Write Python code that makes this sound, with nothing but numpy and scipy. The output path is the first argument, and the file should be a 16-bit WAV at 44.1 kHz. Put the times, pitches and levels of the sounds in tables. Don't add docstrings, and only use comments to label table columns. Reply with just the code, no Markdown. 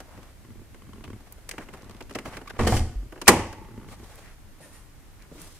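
import sys
import numpy as np
from scipy import signal
from scipy.fft import rfft, irfft, next_fast_len
from scipy.io import wavfile
from scipy.ndimage import map_coordinates

SR = 44100
rng = np.random.default_rng(int(sys.argv[2]) if len(sys.argv) > 2 else 0)


def wav_record(signal):
    frames = np.transpose(np.atleast_2d(signal))
    bounded = np.clip(frames, -1, 1)
    quanta = np.round(bounded * 32767).astype(np.int16)
    wavfile.write(sys.argv[1], SR, quanta)


N = 246519

# t/s, boom level/dB, clunk level/dB, clank level/dB, clatter level/dB
HOOD_JOLTS = [(2.5899, -23, -18, -17.5, -39), (2.607, -19.5, -22.5, -26.5, -41),
              (2.632, -24, -27, -31, -41.5), (2.645, -16.5, -31.5, -38, -50), (2.667, -20, -16, -28, -27),
              (2.672, -35, -26, -28.5, -19), (2.7214, -18, -23, -18, -33), (2.7377, -20, -26.5, -26, -33.5),
              (2.7656, -20.5, -36, -33.5, -24), (2.803, -24.5, -38.5, -46.5, -43)]
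# f/Hz, level/dB
CLICK_COLOUR = [(60, -39.5), (200, -24), (550, 1), (800, -4.5), (1120, 2.5), (1400, 1.5), (1900, -1),
                (2400, -5), (3050, -3), (3600, -18.5), (4600, -13), (8000, -24), (16000, -53)]
# f/Hz, level/dB
SNAP_COLOUR = [(1500, -35.5), (4000, -0.5), (6500, -3.5), (10000, -5), (15000, -16.5)]
# f/Hz, level/dB
HISS_COLOUR = [(1500, -14.5), (3500, 1), (6000, -0.5), (10000, -1.5), (12500, -6), (15500, -9.5)]
# f/Hz, side re mid level/dB
PORT_WIDTH = [(30, -4), (100, -12), (300, -20.5), (700, -14.5), (1400, -9.5), (2300, -4.5), (4300, 2),
              (8000, -0.5), (15000, 4)]
# f/Hz, side re mid level/dB
DIFFUSE_WIDTH = [(30, -2), (100, -7), (300, -8), (1000, -0.5), (2400, -3), (4400, 0), (15000, -0.5)]


def amp(db):
    return 10 ** (np.asarray(db) / 20)


def unit(x):
    return x / np.sqrt(np.mean(x ** 2) + 1e-20)


def along(points, hz):
    f, v = np.transpose(points)
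    return np.interp(np.log(hz + 1), np.log(f + 1), v)


def add(track, s, sound):
    part = track[:, max(round(s * SR), 0):][:, :sound.shape[-1]]
    part += sound[..., :part.shape[1]]


def wobble(rate):
    knots = rng.standard_normal(1024)
    return map_coordinates(knots, [np.arange(N) * rate / SR], order=1, mode="wrap")


def noise(colour, size, width=PORT_WIDTH):
    m = next_fast_len(size, real=True)
    hz = np.fft.rfftfreq(m, 1 / SR)
    turn = np.arctan(amp(along(width, hz)))
    gain = amp(along(colour, hz)) * [np.cos(turn), np.sin(turn)]
    spectrum = gain * np.exp(2j * np.pi * rng.random(gain.shape))
    mid, side = irfft(spectrum, m)[:, :size]
    return unit(np.array([mid + side, mid - side]))


def burst(colour, t60, rise, size=4096):
    t = np.arange(size) / SR
    return noise(colour, size) * amp(-60 * t / t60) * (1 - np.exp(-t / rise))


def ring(modes, rise, scatter_db, detune, size=16384):
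    t = np.arange(size) / SR
    hz, db, t60 = np.transpose(modes)[:, :, None]
    level, shift = rng.standard_normal((2, len(modes), 1))
    envelope = amp(db + scatter_db * level - 60 * t / t60)
    waves = envelope * np.sin(2 * np.pi * hz * (1 + detune * shift) * t)
    return waves.sum(0) * (1 - np.exp(-t / rise))


def arch(start, length):
    phase = np.clip((np.arange(N) / SR - start) / length, 0, 1)
    return np.sqrt(np.abs(np.sin(np.pi * phase)))


def hood():
    # f/Hz, level/dB, t60/s
    panel_modes = [(26.7, 0, 0.16), (44.8, -10, 0.29), (65.6, -4, 0.18), (78.8, 1, 0.23), (105.3, -1, 0.15),
                   (239.4, -13, 0.18), (329, -23.5, 0.27)]
    # f/Hz, level/dB
    clunk_colour = [(30, -0.5), (120, 0.5), (250, 0.5), (480, -2.5), (620, -8.5), (760, -7), (950, -13.5),
                    (1140, -11.5), (1400, -19), (2200, -21), (3500, -26.5), (8000, -34.5), (16000, -59.5)]
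    # f/Hz, level/dB, t60/s
    catch_modes = [(230, -3.5, .22), (414, -5, 0.059), (459.4, -4, .15), (723, -8.5, .15),
                   (1145, -11.5, .15), (1810, -18, 0.18), (2100, -18, 0.15), (3060, -20, 0.09)]
    # f/Hz, level/dB
    clank_colour = [(200, -18.5), (500, -5), (760, 5), (930, -2.5), (1130, -3.5), (1450, -9.5), (1900, -10),
                    (2600, -20.5), (5000, -35), (15000, -52)]
    # f/Hz, level/dB
    clatter_colour = [(300, -20), (900, -8.5), (1700, 0.5), (2500, -3), (3050, 0.5), (3800, -5),
                      (4500, 0.5), (6500, -4), (9000, -3), (12000, -11.5), (15500, -13.5)]
    # f/Hz, level/dB, t60/s
    pawl_modes = [(1240, -6.5, .14), (1470, -6.5, .22), (1809, -6.5, .25), (2126, -2.5, .25),
                  (2600, -7.5, 0.13), (2870, -6.5, 0.17), (3106, -1, .16), (4450, -6, 0.073),
                  (5100, -8, .08)]
    catch_db, pawl_db = -7.5, -15

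    panel, steel = np.zeros((2, N)), grinding()
    for s, boom_db, clunk_db, clank_db, clatter_db in HOOD_JOLTS + rebounds(count=2):
        add(panel, s, amp(boom_db) * ring(panel_modes, rise=0.007, scatter_db=4.5, detune=0.0037))
        add(steel, s, amp(clunk_db - 1.5) * burst(clunk_colour, t60=0.16, rise=.002, size=16384))
        add(steel, s, amp(clunk_db + catch_db) * ring(catch_modes, rise=0.0014, scatter_db=1.5, detune=0.0025))
        add(steel, s, amp(clank_db) * burst(clank_colour, t60=0.07, rise=0.0036))
        add(steel, s, amp(clatter_db - 1) * burst(clatter_colour, t60=0.055, rise=0.002))
        add(steel, s, amp(clatter_db + pawl_db) * ring(pawl_modes, rise=0.001, scatter_db=1.5, detune=0.0017))
    sway = ring([(46, 0.0013, 0.33)], rise=0.0074, scatter_db=3.0, detune=.01)
    add(panel, 2.956, amp(-19.0) * sway)
    return panel + steel + amp(-11.0) * garage(steel, build=0.0081)


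def rebounds(count):
    rebound_s, boom_loss_db, steel_loss_db = .046, 4, 10
    s, boom_db, *steel_db = HOOD_JOLTS[-1]
    rows = []
    for k in range(1, count + 1):
        softer_steel = [db - k * steel_loss_db for db in steel_db]
        rows.append((s + k * rebound_s, boom_db - k * boom_loss_db, *softer_steel))
    return rows


def grinding():
    # f/Hz, level/dB
    grit_colour = [(300, -14), (750, -5.5), (1150, -2.5), (1400, -9), (2100, 1.5), (3000, -8.5),
                   (4000, -10.5), (6000, -10.5), (9500, -11.5), (12000, -18), (15500, -34)]
    # f/Hz, level/dB
    rattle_colour = [(400, -19.5), (1100, -2.5), (1400, -6), (1650, -1.5), (2150, -0.5), (2500, -3.5),
                     (3050, -4), (3700, -9.5), (4450, -1.5), (6000, -8), (14000, -21)]
    # t/s, length/s, level/dB
    striker_slide = (2.672, 0.13, -36)
    # f/Hz, level/dB
    scrape_colour = [(1200, -20.5), (3000, -2), (3800, -7), (4500, 0), (6500, -1.5), (9000, -2),
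                     (11500, -9), (13500, -8.5), (15500, -15.5)]
    start_s, attack_s, hold_s = 2.58, .014, 0.088
    grind_db, fall_db_per_s, rough_db = -41.5, 169, 2.5
    drag_db, drag_t60_s = -14, 0.16
    rattle_db = -1

    t = np.arange(N) / SR
    since = t - start_s
    fall_db = fall_db_per_s * np.maximum(since - hold_s, 0)
    force = np.clip(since / attack_s, 0, 1) * amp(grind_db - fall_db)
    for s, *_, clatter_db in HOOD_JOLTS:
        drag = (t > s) * amp(clatter_db + drag_db - 60 * np.abs(t - s) / drag_t60_s)
        force = np.maximum(force, drag)
    rough = amp(rough_db * wobble(350))
    start, length, scrape_db = striker_slide
    scrape = amp(scrape_db) * arch(start, length) * noise(scrape_colour, size=N)
    rattle = amp(rattle_db) * chatter() * noise(rattle_colour, size=N)
    return force * (rough * noise(grit_colour, size=N) + rattle) + rough * scrape


def chatter():
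    knocks_per_s, fade_s = 140, 0.0018
    knocks = (rng.random(N) < knocks_per_s / SR) * rng.random(N)
    return unit(signal.lfilter([1], [1, -np.exp(-1 / (fade_s * SR))], knocks))


def lever():
    # t/s, crack level/dB, dashboard level/dB
    slams = [(3.2793, 1.5, -15), (3.2828, -2.5, -12.5), (3.288, -10.5, -6), (3.2916, -17, -14.5),
             (3.317, -26.5, -21.5), (3.33, -29.5, -21.5), (3.361, -39, -27.5), (3.393, -40, -30)]
    # t/s, level/dB, hiss re that level/dB
    guide_brush = (3.2705, -21.5, -10.5)
    # f/Hz, level/dB
    crack_colour = [(100, -19.5), (700, -4.5), (1100, -0.5), (1300, -6.5), (1580, -1.5), (1790, 0.5),
                    (2050, 4.5), (2350, -4.5), (3050, -3.5), (3600, -11), (4100, -5), (6200, -5),
                    (8500, -4), (11000, -5), (15500, -20.5)]
    # f/Hz, level/dB
    dash_colour = [(30, -10.5), (100, -4), (250, -3), (400, 1.5), (600, -6), (780, -5.5), (1080, -1),
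                   (1350, -9.5), (2000, -12), (3500, -23), (9000, -23.5), (16000, -42.5)]
    # f/Hz, level/dB, t60/s
    lever_modes = [(45, -31.5, 1), (79.5, -24.5, .65), (102.2, -30, 1), (248, -19.5, 0.34),
                   (331.3, -24, 0.52), (368, -14.5, 0.2), (457.6, -14, 0.15), (488, -19.5, 0.22),
                   (550, -26, 0.49), (653.7, -24.5, 0.2), (823, -15, .25), (957, -26.5, 0.22),
                   (1098, -11, 0.089), (1130, -35, 0.72), (1790, -12, 0.045), (1850, -52.5, 1.6),
                   (1920, -11, 0.11), (2096, -15, 0.084), (2020, -52.5, 1.8), (2494, -22.5, 0.098),
                   (3720, -15.5, .035), (6660, -17, .03)]
    # f/Hz, level/dB
    spring_colour = [(600, -39), (790, -21), (850, 1), (925, -1.5), (985, -18.5), (1130, -12),
                     (1300, -34.5), (2500, -45), (6000, -70)]
    # f/Hz, level/dB
    slam_echo_colour = [(40, -2.5), (100, -2), (250, 2.5), (400, -2), (620, -4), (850, -0.5), (1080, -5.5),
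                        (1350, -13), (2000, -10), (2900, -13.5), (3700, -22.5), (5500, -19.5), (9000, -20),
                        (11500, -24), (15000, -37)]

    out, home = np.zeros((2, N)), slams[0][0]
    start, brush_db, hiss_db = guide_brush
    body = swell(CLICK_COLOUR, start, home, growth_db=8.5)
    hiss = swell(SNAP_COLOUR, start, home, growth_db=10.5)
    add(out, start, amp(brush_db) * (body + amp(hiss_db) * hiss))
    for s, crack_db, dash_db in slams:
        add(out, s, amp(crack_db) * burst(crack_colour, t60=0.044, rise=0.0003))
        add(out, s, amp(dash_db) * burst(dash_colour, t60=.085, rise=0.0032, size=16384))
    tone = ring(lever_modes, rise=0.0018, scatter_db=0.5, detune=0.0025, size=SR)
    add(out, home, from_right(tone, lag_s=.0001))
    add(out, home, amp(-42) * burst(spring_colour, t60=1.6, rise=.005, size=SR))
    add(out, home, amp(14.5) * echo(slam_echo_colour, build=0.0079))
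    return out


def swell(colour, start, end, growth_db):
    size = max(round((end - start) * SR), 64)
    return noise(colour, size=size) * amp(np.linspace(-growth_db, 0, size))


def from_right(x, lag_s):
    t = np.arange(len(x)) / SR
    return np.array([np.interp(t - lag_s, t, x, left=0), x])


def fingers():
    # t/s, level/dB, hardness (0 fingertip - 1 nail), ring f/Hz, ring level/dB
    clicks = [(0.002, -30, 0.6, 690, -8), (0.175, -39, .15, 630, -14), (0.229, -42.5, 0.64, 1900, -14),
              (0.744, -40.5, 0.5, 1100, -17), (1.039, -34, 0.52, 2580, -7), (1.049, -39, 0.48, 2600, -8),
              (1.4896, -31, 0.91, 1970, -4), (1.511, -29, 0.89, 2040, -4), (1.535, -35.5, 0.18, 900, -13),
              (1.58, -24, 0.3, 1860, -8), (1.686, -37, 0.23, 1910, -7), (1.736, -34.5, 0.32, 1129, -5),
              (2.006, -28.5, 0.5, 2400, -8.5), (2.095, -35.5, 0.62, 2460, -10),
              (2.108, -30.5, 0.5, 1520, -11), (2.152, -19, 0.54, 2000, -11), (2.186, -26, 0.65, 2040, -5.5),
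              (2.255, -24, 0.23, 1190, -10), (2.368, -25.5, 0.55, 1900, -10), (2.413, -33, 0.17, 1160, -12),
              (2.563, -36, 0.16, 1400, -14), (3.122, -33, .0, 1050, -6.5), (3.157, -37, 0.14, 1500, -17),
              (3.176, -36.5, 0, 1400, -18), (3.2149, -21, 0.74, 2310, -17), (3.527, -31, 0.54, 1203, -15)]
    # t/s, level/dB, f/Hz
    ticks = [(0.932, -50.5, 2380), (1.323, -34, 13200), (1.491, -29, 6700), (1.82, -49, 4510),
             (1.843, -53, 4000), (1.895, -46.5, 4007), (1.909, -45, 4200), (1.946, -55, 3500),
             (1.966, -49, 3000), (2.024, -44, 3500), (2.126, -50, 4000), (2.136, -49, 4000),
             (2.149, -35, 2480), (2.499, -43, 5800), (3.527, -45.5, 7100), (4.155, -44, 8965),
             (5.222, -48, 4500), (5.368, -52, 6000), (5.416, -37, 9800)]
    # f/Hz, level/dB
    knock_colour = [(40, -23.5), (120, -12.5), (240, -3.5), (370, -2.5), (540, -9), (900, -13),
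                    (3000, -59.5)]
    knock_db, knock_loss_db = 5, 16
    snap_db, snap_gain_db = -25.5, 30

    out = np.zeros((2, N))
    for s, db, hardness, hz, ring_db in clicks:
        knock = amp(knock_db - knock_loss_db * hardness ** 2) * burst(knock_colour, t60=0.067, rise=0.012)
        click = amp(-6.5) * burst(CLICK_COLOUR, t60=0.042, rise=0.0017)
        band = [(hz / 2, -26), (hz / 1.25, -7), (hz, 0), (hz * 1.45, -6), (hz * 2, -24)]
        tone = amp(ring_db) * burst(band, t60=0.04, rise=0.0015)
        snap = amp(snap_db + snap_gain_db * hardness) * burst(SNAP_COLOUR, t60=.029, rise=0.0023)
        add(out, s, amp(db) * (knock + click + tone + snap))
    for s, db, hz in ticks:
        band = [(hz / 4, -19), (hz / 1.9, -9), (hz, 0), (hz * 2, -6), (hz * 5, -24)]
        add(out, s, amp(db + 4.5) * burst(band, t60=0.02, rise=0.001))
    return out + amp(-17.0) * garage(out, build=0.0083)


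def slides():
    # t/s, length/s, level/dB
    strokes = [(1.595, 0.055, -47.5), (1.727, 0.031, -47), (1.763, 0.027, -52), (2.246, 0.054, -40.5),
               (2.313, 0.064, -44.5), (3.912, 0.036, -44.5)]
    # f/Hz, level/dB
    grain_colour = [(150, 14), (400, 2), (750, 5), (1150, 5), (1500, -1), (2100, -1.5), (3000, -8.5),
                    (3800, -14), (6000, -18), (11000, -29.5), (15000, -60)]
    pressure = sum(amp(db) * arch(s, length) for s, length, db in strokes)
    friction = noise(grain_colour, size=N) + amp(-10.5) * noise(HISS_COLOUR, size=N)
    return pressure * amp(2.2 * wobble(400)) * friction


def squeaks():
    # t/s, length/s, level/dB, f/Hz
    tones = [(2.471, 0.02, -41.5, 1130), (2.472, 0.012, -44, 2220), (2.492, 0.02, -42, 1545),
             (3.257, .014, -45.5, 2380)]
    out = np.zeros((2, N))
    for s, length, db, hz in tones:
        colour = [(hz / 2, -36), (hz / 1.1, -19), (hz, 0), (hz * 1.14, -19),
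                  (hz * 2, -17), (hz * 3, -24), (hz * 8, -36)]
        size = round(length * SR)
        add(out, s, amp(db) * noise(colour, size=8192)[:, :size] * np.sqrt(np.hanning(size)))
    return out


def shoes():
    # t/s, level/dB
    steps = [(4.602, -40.5), (4.65, -44), (5.311, -37), (5.352, -42.5)]
    # f/Hz, level/dB
    shoe_colour = [(50, 3), (130, -1), (230, -10), (330, -2), (570, 0.5), (900, -10.5), (2000, -28),
                   (6000, -44), (16000, -48)]
    # f/Hz, level/dB, t60/s
    heel_modes = [(154, -7.5, 0.16), (314.4, -5.5, 0.12), (561, -6, 0.082)]
    # t/s, level/dB
    scuffs = [(4.6, -51.5), (4.715, -51.5), (5.385, -48)]
    # f/Hz, level/dB
    scuff_colour = [(400, -29), (900, -1), (1600, -5), (1880, -3), (2150, -5), (4500, -8), (6000, -7),
                    (7800, -8), (9200, -3), (10200, -4), (11500, -6), (15000, -21)]
    # t/s, length/s, level/dB, f/Hz, glide as a share of the pitch
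    sole_squeaks = [(4.612, .058, -53.5, 1835, -0.0126), (4.729, .045, -58, 1930, -0.049)]
    waver, overtone, overtone_db = 0.027, 5, -2

    out = np.zeros((2, N))
    for s, db in steps:
        add(out, s, amp(db) * burst(shoe_colour, t60=0.076, rise=0.0042, size=16384))
        add(out, s, amp(db - 3.5) * ring(heel_modes, rise=0.0038, scatter_db=3.0, detune=0.033))
    for s, db in scuffs:
        add(out, s, amp(db + 12.5) * burst(scuff_colour, t60=0.26, rise=0.062, size=16384))
    for s, length, db, hz, glide in sole_squeaks:
        size = round(length * SR)
        pitch = hz * (1 + glide * np.linspace(0, 1, size) + waver * wobble(700)[:size])
        phase = 2 * np.pi * np.cumsum(pitch) / SR
        tone = np.sin(phase) + amp(overtone_db) * np.sin(overtone * phase)
        add(out, s, amp(db) * np.sqrt(np.hanning(size)) * tone)
    return out + amp(-6.5) * garage(out, build=0.0066)


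def clothes():
    # t/s, length/s, rub level/dB, hiss re rub level/dB, unevenness level/dB
    moves = [(0.0, 0.35, -56.5, -10, 2.5), (0.887, 1, -64, -7, 5), (1.57, 0.46, -56, -24, 3),
             (2.26, 0.16, -48, -11, 1.5), (2.43, 0.35, -54.5, -27, 6), (3.401, 0.55, -63.5, -16.5, 2.5),
             (3.874, 0.087, -53.5, -1, 0.5), (3.941, 0.42, -56, -2, 2), (4.549, 0.29, -65.5, -4, 4),
             (5.3, 0.39, -61.5, 6.5, 2.5)]
    # f/Hz, level/dB
    cloth_colour = [(200, -14.5), (450, 1.5), (900, -0.5), (1400, -4), (2100, -6.5), (3500, -15.5),
                    (6000, -23), (16000, -50)]
    still_rub_db, still_hiss_db = -65, -71.5

    rub, hiss, catches = amp(still_rub_db), amp(still_hiss_db), wobble(130)
    for s, length, db, hiss_db, uneven_db in moves:
        stroke = amp(db + uneven_db * catches) * arch(s, length)
        rub = np.hypot(rub, stroke)
        hiss = np.hypot(hiss, amp(hiss_db) * stroke)
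    return rub * noise(cloth_colour, size=N) + hiss * noise(HISS_COLOUR, size=N)


def rubs():
    # t/s, length/s, level/dB, f/Hz
    drags = [(0.075, .1, -54, 900), (1.597, 0.044, -49, 1390), (2.316, 0.054, -48, 2000),
             (4.09, 0.12, -60.5, 1700), (4.211, 0.14, -55.5, 1910), (5.18, 0.091, -59, 1900),
             (5.367, .05, -56.5, 2300)]
    out = np.zeros((2, N))
    for s, length, db, hz in drags:
        colour = [(hz / 4, -22), (hz / 2.1, -7), (hz, 0), (hz * 1.57, -7), (hz * 1.9, -18), (hz * 6, -32)]
        size = round(length * SR)
        catches = amp(3 * wobble(299)[:size])
        add(out, s, amp(db) * np.sqrt(np.hanning(size)) * catches * noise(colour, size=16384)[:, :size])
    return out


def grip():
    # t/s, tick level/dB, thud level/dB
    slips = [(0.1759, -44, -42), (0.4473, -43, -48), (0.4851, -53, -51), (0.5043, -46, -45.5),
             (0.5547, -52, -45), (0.5934, -50, -45), (0.6154, -51, -48.5), (0.7448, -42, -46.5),
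             (0.82, -41, -50), (0.8676, -48, -52), (0.8901, -46, -48), (0.9328, -38.5, -49),
             (0.958, -46, -46), (0.9804, -48, -45), (1.0075, -44, -40), (1.0778, -36, -39),
             (1.1016, -35.5, -39), (1.1309, -37.5, -39.5), (1.1604, -53, -47), (1.8306, -44, -44),
             (1.8606, -50, -46), (1.8957, -41, -45), (1.9097, -43, -46), (1.9473, -42, -42),
             (2.5356, -53, -43), (3.0284, -51, -46), (3.0546, -58, -43.5), (3.5816, -46.5, -41.5),
             (3.6144, -48, -42.5), (3.647, -45, -48), (3.685, -48, -42), (3.712, -49, -42),
             (3.7389, -47, -44), (3.7764, -43, -38.5), (3.7987, -46, -44.5), (3.8137, -45, -49),
             (3.829, -43, -43), (3.8447, -44, -46), (3.8638, -50.5, -48.5), (3.886, -38.5, -42.5),
             (3.9977, -45, -45), (4.0276, -50, -45.5)]
    # f/Hz, level/dB, t60/s
    shell_modes = [(1116, 1.5, 0.023), (1380, -4, 0.021), (2100, -4, 0.017), (3080, -8.5, 0.021)]
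    # f/Hz, level/dB, t60/s
    thud_modes = [(105.7, -3.5, 0.11), (232.6, 1, 0.042), (335, -2, 0.038)]
    # f/Hz, level/dB
    handling_colour = [(24, -31.5), (40, -6), (107, 0.5), (141, -6.5), (226, -5), (506, -23.5),
                       (600, -22.5), (780, -50), (1320, -120)]
    rest_db, slip_rumble_db = -57.5, -15.5
    spread_s, thud_lag_s = 0.072, 0.0026

    out, effort = np.zeros((2, N)), np.full((1, N), amp(rest_db))
    push = np.hanning(round(2 * spread_s * SR))
    for s, tick_db, thud_db in slips:
        shell = ring(shell_modes, rise=.0006, scatter_db=1.5, detune=0.031, size=4096)
        add(out, s, amp(tick_db - 3.5) * shell)
        click = burst(CLICK_COLOUR, t60=0.032, rise=0.0009)
        snap = amp(-5.5) * burst(SNAP_COLOUR, t60=0.027, rise=.001)
        add(out, s, amp(tick_db - 10) * (click + snap))
        thud = ring(thud_modes, rise=0.00077, scatter_db=3.0, detune=0.063, size=4096)
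        add(out, s + thud_lag_s, amp(thud_db + 4.5) * thud)
        add(effort, s - spread_s, amp(thud_db + slip_rumble_db) * push)
    return out + effort * amp(2.0 * wobble(36)) * noise(handling_colour, size=N, width=DIFFUSE_WIDTH)


def garage(x, build):
    # f/Hz, level/dB
    walls_colour = [(40, -3.5), (200, 5), (450, -2.5), (900, -4), (1350, -2), (2300, -5), (3700, -6),
                    (8000, -3), (11000, -2), (15000, -14)]
    return signal.fftconvolve(x[:1], echo(walls_colour, build), axes=1)[:, :N]


def echo(colour, build):
    # f/Hz, t60/s
    garage_t60 = [(60, 0.45), (250, 0.49), (1000, 0.47), (2500, 0.53), (5000, 0.54), (9000, 0.42),
                  (15000, 0.27)]
    hz, t, z = signal.stft(noise(colour, size=SR), SR, nperseg=256)
    decay = amp(-60 * t / along(garage_t60, hz)[:, None])
    tail = signal.istft(z * decay * (1 - np.exp(-t / build)), SR, nperseg=256)[1]
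    return tail / np.linalg.norm(tail[0])


def scene():
    # f/Hz, level/dB
    air_colour = [(12, -31), (20, 5), (39, 2), (119, -10.5), (225, -27), (297, -15.5), (476, -26),
                  (1910, -27.5), (3520, -33), (10100, -34.5), (14100, -36.5), (15400, -47.5)]
    air = amp(-49.5) * noise(air_colour, size=N, width=DIFFUSE_WIDTH)
    handle = lever() + fingers() + slides() + squeaks()
    return air + hood() + handle + shoes() + clothes() + rubs() + grip()


def record(dry, top=0.99, hardness=8):
    top_hz = 15700
    clipped = dry / (1 + np.abs(dry / min(top, 1)) ** hardness) ** (1 / hardness)
    m = next_fast_len(N + 4096, real=True)
    low_pass = 1 / (1 + (np.fft.rfftfreq(m, 1 / SR) / top_hz) ** 100)
    return irfft(rfft(clipped, m) * low_pass, m)[:, :N]


dry = scene()
out = record(dry)
wav_record(out)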